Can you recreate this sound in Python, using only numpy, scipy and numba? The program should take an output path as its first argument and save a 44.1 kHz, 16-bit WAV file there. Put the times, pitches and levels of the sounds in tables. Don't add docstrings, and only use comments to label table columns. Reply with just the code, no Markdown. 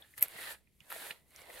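import sys
import numpy as np
from scipy import signal
from scipy.fft import rfft, irfft
from scipy.io import wavfile
from scipy.ndimage import uniform_filter1d
from numba import njit

SR = 44100
rng = np.random.default_rng(int(sys.argv[2]) if len(sys.argv) > 2 else 0)


def to_wav(s):
    ch = np.atleast_2d(s).T
    pcm = np.round(np.clip(ch, -1, 1) * 32767)
    wavfile.write(sys.argv[1], SR, pcm.astype(np.int16))


N = 70560
T = np.arange(N) / SR


def undb(db):
    return 10 ** (np.asarray(db) / 20)


def unit(x):
    return x / np.sqrt(np.mean(x ** 2))


def colour(x, points):
    p = np.array(points)
    hz = np.maximum(np.fft.rfftfreq(N, 1 / SR), 1)
    gain_db = np.interp(np.log(hz), np.log(p[:, 0]), p[:, 1])
    return unit(irfft(rfft(x) * undb(gain_db), N))


@njit
def svf(x, hz, width):
    y, band, low = np.empty(len(x)), 0., 0.
    for i in range(len(x)):
        g, k = np.tan(np.pi * hz[i] / SR), width / hz[i]
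        v = (band + g * (x[i] - low)) / (1 + g * (g + k))
        band, low, y[i] = 2 * v - band, low + 2 * g * v, k * v
    return y


def twice(x, hz, width):
    hz = hz * np.ones(len(x))
    return unit(svf(svf(x, hz, 1. * width), hz, 2. * width))


def ring(x, hz, t60):
    pole = np.exp((2j * np.pi * hz - np.log(1000) / t60) / SR)
    return signal.lfilter([1], [1, -pole], x).imag


def walk(rate):
    k = int(SR / rate)
    held = np.repeat(rng.standard_normal(N // k + 1), k)
    return unit(uniform_filter1d(held, k)[:N])


def tail(t60):
    h = rng.standard_normal(N // 4) * 1000. ** (-T[:N // 4] / t60)
    return h / np.sqrt(np.sum(h ** 2))


def add(out, s, x, db):
    i = int(s * SR)
    out[i:i + len(x)] += (x * undb(db) / np.abs(x).max())[:N - i]


PLUCKS_PER_S, PLUCK_SPREAD_DB = 8000, 2.5


def plucks():
    chance, sign, strength = rng.random((3, N))
    slips = chance < PLUCKS_PER_S / SR
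    extra_db = PLUCK_SPREAD_DB * np.minimum(-np.log(1 - strength), 5)
    return slips * np.sign(sign - .5) * undb(extra_db)


# start_s, level_db (rub and pad), wire_hiss_db and coat_rub_db (both relative), pad_hz
STROKE_PATH = [(0, -66.5, -5, -1, 1710), (0.162, -75.5, 9.5, -24, 1800), (0.183, -53.5, 5.5, -20, 1785),
               (0.208, -58.5, -35, -7.5, 2200), (0.233, -48, 5, -5.5, 2190), (0.271, -60.5, 1, -7, 2170),
               (0.346, -54.5, -4, -6, 1990), (0.41, -46, -3.5, -12.5, 1915), (0.523, -47, -2.5, -9.5, 1736),
               (0.569, -68, -1.5, -9.5, 1678), (0.63, -85.5, 3.5, -1.5, 1880),
               (.78, -103.5, 23.5, -10.5, 2200), (0.809, -71.5, -2.5, -11, 2250),
               (0.884, -68, 5, -0.5, 1600), (0.927, -51.5, 0.5, -2, 1722), (0.992, -55, 0.5, -7, 1760),
               (1.021, -48, -4.5, -10, 1660), (1.1, -51, 1, -6.5, 1828), (1.148, -61.5, -4.5, -6.5, 2060),
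               (1.238, -85.5, 6.5, 0.5, 1920), (1.39, -58, -2.5, -9.5, 2240), (1.474, -61, -4.5, -4, 1947),
               (1.511, -57.5, -1, 0.5, 2027), (1.6, -52, -0.5, -5, 1720)]
# multiple of pad_hz, width_hz, level_db
PAD_MODES = [(0.472, 150.7, -19.5), (1.003, 304, -7), (1.371, 197.3, -21.5), (2.17, 349.7, -36.5)]
# pitch_hz, level_db (per Hz)
RUB_SPECTRUM = [(530, -49), (900, -3), (1400, 7), (4300, 2), (5700, -11.5), (8400, -51.5)]
# pitch_hz, level_db (per Hz)
HISS_SPECTRUM = [(3240, -13.5), (5500, -14.5), (7390, -8.5), (8680, -5), (9570, -3), (12700, -4),
                 (16000, -14.5)]
COAT_HZ, COAT_WIDTH_HZ = 593.5, 406
CATCH_DB, FLICKER_DB, PAD_BREAK_DB = 1.5, 1.5, 2.5
WANDER = .03


def rubbing():
    path = np.array(STROKE_PATH)
    level_db, hiss_db, coat_db, pad_hz = (np.interp(T, path[:, 0], path[:, k]) for k in (1, 2, 3, 4))
    pad_plucks = plucks() * undb(CATCH_DB * walk(180))
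    wire_plucks = plucks()

    def flicker():
        return undb(FLICKER_DB * walk(39.85))

    def wander():
        return 1 + WANDER * walk(70)

    pad = np.zeros(N)
    for multiple, width_hz, db in PAD_MODES:
        patches = undb(db + PAD_BREAK_DB * walk(70))
        pad += patches * twice(pad_plucks, multiple * pad_hz * wander(), width_hz)
    mids = unit(colour(pad_plucks, RUB_SPECTRUM) * flicker() + pad)
    hiss = colour(wire_plucks, HISS_SPECTRUM) * flicker()
    coat = twice(pad_plucks, COAT_HZ * wander(), COAT_WIDTH_HZ) * flicker()
    return undb(level_db) * (mids + undb(hiss_db) * hiss + undb(coat_db) * coat)


# pitch_hz, level_db (per Hz)
HUSH_SPECTRUM = [(40, -19), (64, -7), (96, -14), (170, -16), (442, -27), (1400, -48.5), (1980, -34),
                 (5390, -42), (14300, -59.5), (15800, -46)]
HUSH_DB, HUSH_SWELL_DB = -73.5, 1.5


def hush():
    air = colour(rng.standard_normal(N), HUSH_SPECTRUM)
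    return air * undb(HUSH_DB + HUSH_SWELL_DB * walk(5.2))


SNAP_RISE_S = .0004


def burst(length):
    t = T[:3000]
    rise = 1 - np.exp(-(t / SNAP_RISE_S) ** 2)
    return rng.standard_normal(len(t)) * rise * np.exp(-(t / length) ** 4)


# start_s, peak_db, burst_s, thud_db (pad) and crack_db (broad), both relative to the wires
SNAP_HITS = [(0.013, -52, 0.0017, -29.5, 22), (.1772, -34, .004, -8, 2), (.1938, -31, .0015, -22, -4),
             (.2092, -32, .0025, -14, 2), (.2163, -29, .002, -14, -2), (.219, -24, .001, -22, -10),
             (.2217, -29, .0015, -22, -10), (.2248, -8.5, .0045, -20, -19), (.2826, -34, .002, -12, -2),
             (0.9, -37, 0.014, -2, 8), (0.924, -33.5, 0.002, -8, -15)]
# pitch_hz, level_db, t60_s
WIRE_MODES = [(8800, -22, .012), (11300, -14, .005), (11900, -13, .006), (12300, 0, .011),
              (12600, -12, .008), (14800, -16, .005)]
THUD_HZ, THUD_WIDTH_HZ = 2300, 900
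CRACK_HZ, CRACK_WIDTH_HZ = 12800, 6500


def snaps():
    out = np.zeros(N)
    for s, peak_db, length, thud_db, crack_db in SNAP_HITS:
        spray = burst(length)
        rung = sum(undb(db) * ring(spray, hz, t60) / np.sqrt(t60) for hz, db, t60 in WIRE_MODES)
        wires = twice(rung, CRACK_HZ, 2.8 * CRACK_WIDTH_HZ)
        crack = undb(crack_db) * twice(spray, CRACK_HZ, CRACK_WIDTH_HZ)
        thud = undb(thud_db) * twice(spray, THUD_HZ, THUD_WIDTH_HZ)
        add(out, s, wires + crack + thud, peak_db)
    return out


# start_s, peak_db, centre_hz of the modes stirred, spread_octaves
BODY_KNOCKS = [(.0221, -44.5, 3450, .22), (.138, -50, 2000, .25), (.1775, -42, 1900, .7),
               (.6724, -62, 2300, .3), (.804, -46, 2800, .35), (.9035, -39, 1600, .5),
               (.9183, -34, 1500, .6), (.9243, -33, 1200, .9), (.962, -43, 660, .25),
               (1.1071, -29.5, 2300, .6), (1.1102, -35, 3600, .6), (1.495, -47, 620, .4),
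               (1.5012, -43, 2100, .3)]
BODY_MODES = [390, 650, 900, 1350, 1800, 2040, 2450, 2790, 2950, 3420, 3730, 4100, 4900]
BODY_T60_S, KNOCK_RISE_S, SCRAPE_DECAY_S = .022, .0008, .001


def knocks():
    out, t = np.zeros(N), T[:3000]
    for s, peak_db, centre_hz, spread in BODY_KNOCKS:
        scrape = rng.standard_normal(len(t)) * np.exp(-t / SCRAPE_DECAY_S)
        push = .5 * scrape / np.sqrt(SCRAPE_DECAY_S * SR)
        push[0] = 1
        rung = np.zeros(len(t))
        for k, hz in enumerate(BODY_MODES):
            distance = np.log2(hz / centre_hz) / spread
            rung += (-1) ** k * ring(push, hz, BODY_T60_S) / (1 + distance ** 2) ** 2
        add(out, s, rung * np.minimum(t / KNOCK_RISE_S, 1), peak_db)
    return out


# start_s, peak_db, pitch_hz
FLANK_THUMPS = [(0.184, -57, 104), (0.351, -56, 160), (0.807, -60, 147), (1.104, -58, 162),
                (1.531, -63.5, 53.5)]
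THUMP_CYCLES = 2.5


def thumps():
    out = np.zeros(N)
    for s, peak_db, hz in FLANK_THUMPS:
        t = T[T < THUMP_CYCLES / hz]
        window = np.sin(np.pi * t * hz / THUMP_CYCLES) ** 2
        add(out, s, np.sin(2 * np.pi * hz * t) * window, peak_db)
    return out


# start_s, peak_db, centre_hz
HAIR_TICKS = [(.8045, -52, 6500), (1.3068, -53, 10500), (1.3617, -39, 6600), (1.4178, -47, 7500),
              (1.457, -51, 10000), (1.4985, -51, 10000)]


def ticks():
    out, t = np.zeros(N), T[:400]
    for s, peak_db, hz in HAIR_TICKS:
        crackle = rng.standard_normal(len(t)) * np.exp(-t / 0.001)
        add(out, s, twice(crackle, hz, hz), peak_db)
    return out


YARD_DB, YARD_T60_S, YARD_GAP_S = -12.5, 0.046, 0.006
HIT_SIDE_DB, RUB_SIDE_DB, HUSH_SIDE_DB = -5, -4, -2.5
SCATTER_T60_S = .006
LEAN = -.2


def scene():
    hits = snaps() + knocks() + ticks() + thumps()
    echo = np.r_[np.zeros(int(YARD_GAP_S * SR)), tail(YARD_T60_S)]

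    def yard(x):
        return x + undb(YARD_DB) * signal.fftconvolve(x, echo)[:N]

    mid = yard(rubbing() + hits)
    scattered = undb(HIT_SIDE_DB) * signal.fftconvolve(hits, tail(SCATTER_T60_S))[:N]
    side = yard(scattered + undb(RUB_SIDE_DB) * rubbing())
    side = LEAN * mid + side + undb(HUSH_SIDE_DB) * hush()
    mid = mid + hush()
    return np.array([mid + side, mid - side])


SIDE_TOP_HZ, TOP_HZ = 6800, 15800


def record(dry):
    mid, side = (dry[0] + dry[1]) / 2, (dry[0] - dry[1]) / 2
    narrow = signal.ellip(6, .3, 45, SIDE_TOP_HZ, fs=SR, output="sos")
    side = signal.sosfiltfilt(narrow, side)
    top = signal.ellip(12, .2, 80, TOP_HZ, fs=SR, output="sos")
    return signal.sosfilt(top, np.array([mid + side, mid - side]))


dry = scene()
out = record(dry)
to_wav(out)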